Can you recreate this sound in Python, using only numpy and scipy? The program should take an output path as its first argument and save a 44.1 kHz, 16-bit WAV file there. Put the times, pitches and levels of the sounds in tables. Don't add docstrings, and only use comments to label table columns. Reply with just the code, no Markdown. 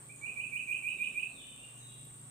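import sys
import numpy as np
from scipy import signal
from scipy.io import wavfile
from scipy.ndimage import uniform_filter1d

SR = 44100
rng = np.random.default_rng(int(sys.argv[2]) if len(sys.argv) > 2 else 0)


def to_linear_factor(level_db):
    exponent = np.asarray(level_db, float) / 20
    return 10 ** exponent


def put_to_file(sound):
    columns = np.atleast_2d(sound).T
    safe = np.clip(columns, -1, 1)
    whole_steps = np.round(safe * 32767)
    wavfile.write(sys.argv[1], SR, whole_steps.astype(np.int16))


N = 101429
T = np.arange(N) / SR


def evened(x):
    return x / np.sqrt(np.mean(x ** 2) + 1e-20)


def read(points, hz):
    f, value = np.transpose(points)
    return np.interp(np.log(hz + 1), np.log(f + 1), value)


def drift(top_hz):
    total = np.zeros(N)
    for f in np.geomspace(top_hz / 10, top_hz, 12):
        total += np.sin(2 * np.pi * (f * T + rng.random())) / np.sqrt(f)
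    return evened(total)


def resonate(x, hz, width_hz):
    turn = np.exp(2j * np.pi * hz * T)
    r = np.exp(-np.pi * width_hz / SR)
    return 2 * (turn * signal.lfilter([1 - r], [1, -r], x / turn)).real


def noise(spectrum, likeness, patchy_db):
    frames, hz = N // 256 + 5, np.fft.rfftfreq(1024, 1 / SR)
    a, b, c, d, patches = rng.standard_normal((frames, 513, 5)).T
    patches = uniform_filter1d(patches, 12, 0)
    patches = evened(uniform_filter1d(patches, 14, 1))
    same = np.clip(read(likeness, hz), -1, 1)[:, None]
    left = a + 1j * b
    right = same * left + np.sqrt(1 - same ** 2) * (c + 1j * d)
    z = np.array([left, right]) * to_linear_factor(read(spectrum, hz)[:, None] + patchy_db * patches)
    return evened(signal.istft(z, nperseg=1024, noverlap=768)[1][:, :N])


def echoes(x, t60s):
    out = np.zeros((2, N))
    for k in range(3):
        taps = np.zeros((2, SR))
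        at = np.arange(200, SR - 20, 20) + rng.integers(0, 20, (2, (SR - 201) // 20))
        np.put_along_axis(taps, at, rng.choice([-1., 1.], at.shape), 1)
        hz, t, z = signal.stft(taps, SR, nperseg=256)
        t60 = read(t60s, hz)[:, None]
        tail = signal.istft(z * to_linear_factor(-60 * t / t60) / np.sqrt(t60), SR, nperseg=256)[1]
        tail = tail / np.linalg.norm(tail[0])
        share = np.sqrt(2 / 3) * np.cos(np.pi * (T / 1.2 + k / 3))
        out += signal.fftconvolve((x * share)[None], tail, axes=1)[:, :N]
    return out


def air():
    # (frequency [Hz], density [dB])
    air_spectrum = [(25, -8.5), (60, -19), (150, -3), (300, -7.5), (700, -12), (1050, -15.5), (1130, -8.5),
                    (1230, -15), (2000, -18), (3500, -20.5), (5000, -28), (7000, -23), (10000, -21.5),
                    (13500, -30.5), (15200, -23)]
    # (frequency [Hz], likeness [-1 to 1])
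    air_likeness = [(60, 0.49), (130, 0.98), (290, 0.77), (640, 0.14), (1410, -0.25), (3100, -0.3),
                    (6820, 0.075), (15000, 0.49)]
    return to_linear_factor(-59.5) * noise(air_spectrum, air_likeness, patchy_db=1.56)


def drone():
    # (frequency [Hz], level before swell and waver [dB])
    tones = [(48.4, -79), (90, -84), (120.8, -66.5), (145.3, -70.5), (210, -77.5), (240, -74.5), (270, -77),
             (300, -82)]
    # (time [s], level [dB])
    swell = [(0, 3.5), (.5, 3), (1.0, -4.5), (1.4, 0.5), (1.8, 7.5), (2.3, 7.5)]
    waver_db, lag_s, pan_db = 2.5, 0.00013, -0.7
    swell_db = np.interp(T, *np.transpose(swell))
    out = np.zeros(N)
    for hz, db in tones:
        swells = 110 < hz < 160
        cycles = np.cumsum(hz * (1 + 0.0049 * drift(3.04))) / SR
        phase = 2 * np.pi * (cycles + rng.random())
        level_db = db + swells * swell_db + waver_db * drift(4.11)
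        out += np.sqrt(2) * to_linear_factor(level_db) * np.sin(phase)
    return np.array([to_linear_factor(pan_db) * np.roll(out, round(lag_s * SR)), out])


def insects():
    # (frequency [Hz], density [dB])
    chorus = [(5000, -32.5), (6800, -20), (7380, -6.5), (7730, -1.5), (7860, -5), (7960, 1), (8260, 4),
              (8820, 0.5), (9100, -9.5), (9500, -33), (12500, -63)]
    # (frequency [Hz], width [Hz], level relative to singers_db [dB])
    singers = [(7630, 60, -8), (8020, 70, -5), (8240, 30, -5), (8425, 20, -4), (8478, 12, -2),
               (8547, 20, -2), (8755, 20, -3)]
    chorus_db, singers_db, likeness = -55.5, -63, 0.14
    throb_hz, throb_depth = 55, .45
    out = to_linear_factor(chorus_db) * noise(chorus, [(100, likeness), (20000, likeness)], patchy_db=.4)
    beat = 2 * np.pi * (throb_hz * T + rng.random())
    throb = 1 + throb_depth * (np.cos(beat) + .6 * np.cos(2 * beat))
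    for hz, width_hz, db in singers:
        a, b = rng.standard_normal((2, N))
        band = evened(resonate(np.array([a, 0.5 * a + 1.12 * b]), hz, width_hz))
        out += to_linear_factor(singers_db + db) * throb * band
    return out


def tick():
    # (time [s], level of the noise before the resonance [dB])
    ticks = [(2.045, -54), (2.051, -50)]
    burst_t60_s, tail_db, tail_t60_s = .03, -13, .2
    shape = np.zeros(N)
    for start, db in ticks:
        age = np.maximum(T - start, 0)
        burst = to_linear_factor(-60 * age / burst_t60_s)
        tail = to_linear_factor(tail_db - 60 * age / tail_t60_s)
        shape += (T >= start) * to_linear_factor(db) * (burst + tail)
    a, b = rng.standard_normal((2, N))
    return resonate(shape * np.array([a + .5 * b, a - .5 * b]), hz=11900, width_hz=1300)


def far_birds():
    # (start [s], length [s], first pitch [Hz], last pitch [Hz])
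    glides = [(.152, .04, 7300, 6200), (.48, .24, 6480, 6500), (.885, .1, 3830, 3810),
              (.96, .12, 3750, 3100), (1.25, .06, 3500, 4350), (1.33, .075, 3870, 3350),
              (1.395, .06, 3300, 2620), (1.47, .06, 2800, 3170), (1.56, .1, 2680, 2820),
              (1.87, .08, 2720, 2800), (1.77, .17, 3840, 3790), (1.755, .05, 6900, 6150),
              (1.84, .1, 3750, 3200), (1.52, .08, 3170, 3150)]
    glide_levels = [-57.5, -70.5, -61, -62, -62, -49, -49, -65, -54.5, -63.5, -59, -61, -59.5, -65]
    dry_db, wobble_share, flutter_db = -11, .008, 4
    wobble = 1 + wobble_share * drift(150)
    flutter = to_linear_factor(flutter_db * drift(120))
    out = np.zeros(N)
    for (start, length, from_hz, to_hz), db in zip(glides, glide_levels):
        progress = np.clip((T - start) / length, 0, 1)
        hz = from_hz + (to_hz - from_hz) * progress
        phase = 2 * np.pi * np.cumsum(hz * wobble) / SR
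        out += to_linear_factor(db) * np.sin(np.pi * progress) ** .5 * np.sin(phase)
    out = out * flutter
    return to_linear_factor(dry_db) * out + echoes(out, [(4000, 1.3), (6500, 0.77)])


def whistles():
    # (start [s], stretch of the shape, first note level [dB], base pitch [Hz], second note level [dB])
    calls = [(0.031, 0.78, -95, 2170, -54), (.208, 0.9, -42.5, 2276, -42.5),
             (0.351, 0.93, -39.5, 2316, -40.5), (0.511, 0.93, -37, 2321, -39.5),
             (0.666, 0.98, -35, 2338, -40.5), (.822, 1.01, -35, 2334, -40),
             (.978, 0.98, -34.5, 2341, -43.5), (1.138, 0.97, -36, 2341, -39)]
    # (time into the unstretched call [s], pitch ratio)
    first_glide = [(0, .96), (.007, 1.0), (.027, 1.025), (.049, 1.055), (.057, 1.11), (.068, 1.265),
                   (.076, 1.305), (.09, 1.27)]
    # (time into the unstretched call [s], pitch ratio)
    second_glide = [(.07, 1.04), (.083, 1.06), (.098, 1.105), (.111, 1.15), (.119, 1.155)]
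    first_shape = [-31.5, -13, -4, 0.5, -7.5, -14.5, -27.5, -20]
    second_shape = [-36, -0.5, -0.5, -4.5, -25]
    wobble_share, flutter_db = .002, 1.2
    harmonic = 5
    wobble = 1 + wobble_share * drift(130)
    flutter = flutter_db * drift(130)
    out = np.zeros(N)
    for start, stretch, first_db, base_hz, second_db in calls:
        notes = (first_glide, first_shape, first_db), (second_glide, second_shape, second_db)
        for glide, shape_db, note_db in notes:
            s, ratio = np.transpose(glide)
            s = start + s * stretch
            hz = base_hz * np.interp(T, s, ratio)
            phase = 2 * np.pi * np.cumsum(hz * wobble) / SR
            effort_db = .7 * (note_db + 39)
            climb_db = -7 * (harmonic * hz - 11500) / 1000
            overtone = to_linear_factor(-27.5 + effort_db + climb_db) * np.sin(harmonic * phase)
            level_db = note_db + flutter + np.interp(T, s, shape_db, -200, -200)
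            out += np.sqrt(2) * (np.sin(phase) + overtone) * to_linear_factor(level_db)
    return out


def woodpecker():
    # (delay [s], left level [dB], right level [dB])
    slap_walls = [(.034, -4.5, -8.5), (.052, -12.5, -13.5), (.083, -9.5, -15)]
    # (frequency [Hz], t60 [s])
    near_ring = [(1000, 0.14), (2500, 0.28), (5000, 0.68), (12000, 0.082)]
    lag_s, pan_db, near_db, woods_db = .00036, -7, -.2, -11.5
    call = whistles()
    direct = np.array([np.roll(call, round(lag_s * SR)), call])
    near = direct + to_linear_factor(near_db) * echoes(call, near_ring)
    for delay, left_db, right_db in slap_walls:
        near += to_linear_factor(np.array([[left_db], [right_db]])) * np.roll(direct, round(delay * SR), axis=1)
    pan = to_linear_factor(np.array([[pan_db / 2], [-pan_db / 2]]))
    woods = to_linear_factor(woods_db) * echoes(call, [(1000, 1.8), (4000, 1.8), (12000, 0.53)])
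    return pan * near + woods


def scene():
    return woodpecker() + far_birds() + tick() + insects() + drone() + air()


def low_pass(x):
    return signal.sosfilt(signal.butter(12, 16800, fs=SR, output="sos"), x)


def record(dry):
    edge_hz = 15590
    lowpass = signal.firwin(1023, edge_hz, window=("kaiser", 9), fs=SR)
    limited = signal.oaconvolve(dry, lowpass[None], "same")
    return low_pass(limited)


dry = scene()
out = record(dry)
put_to_file(out)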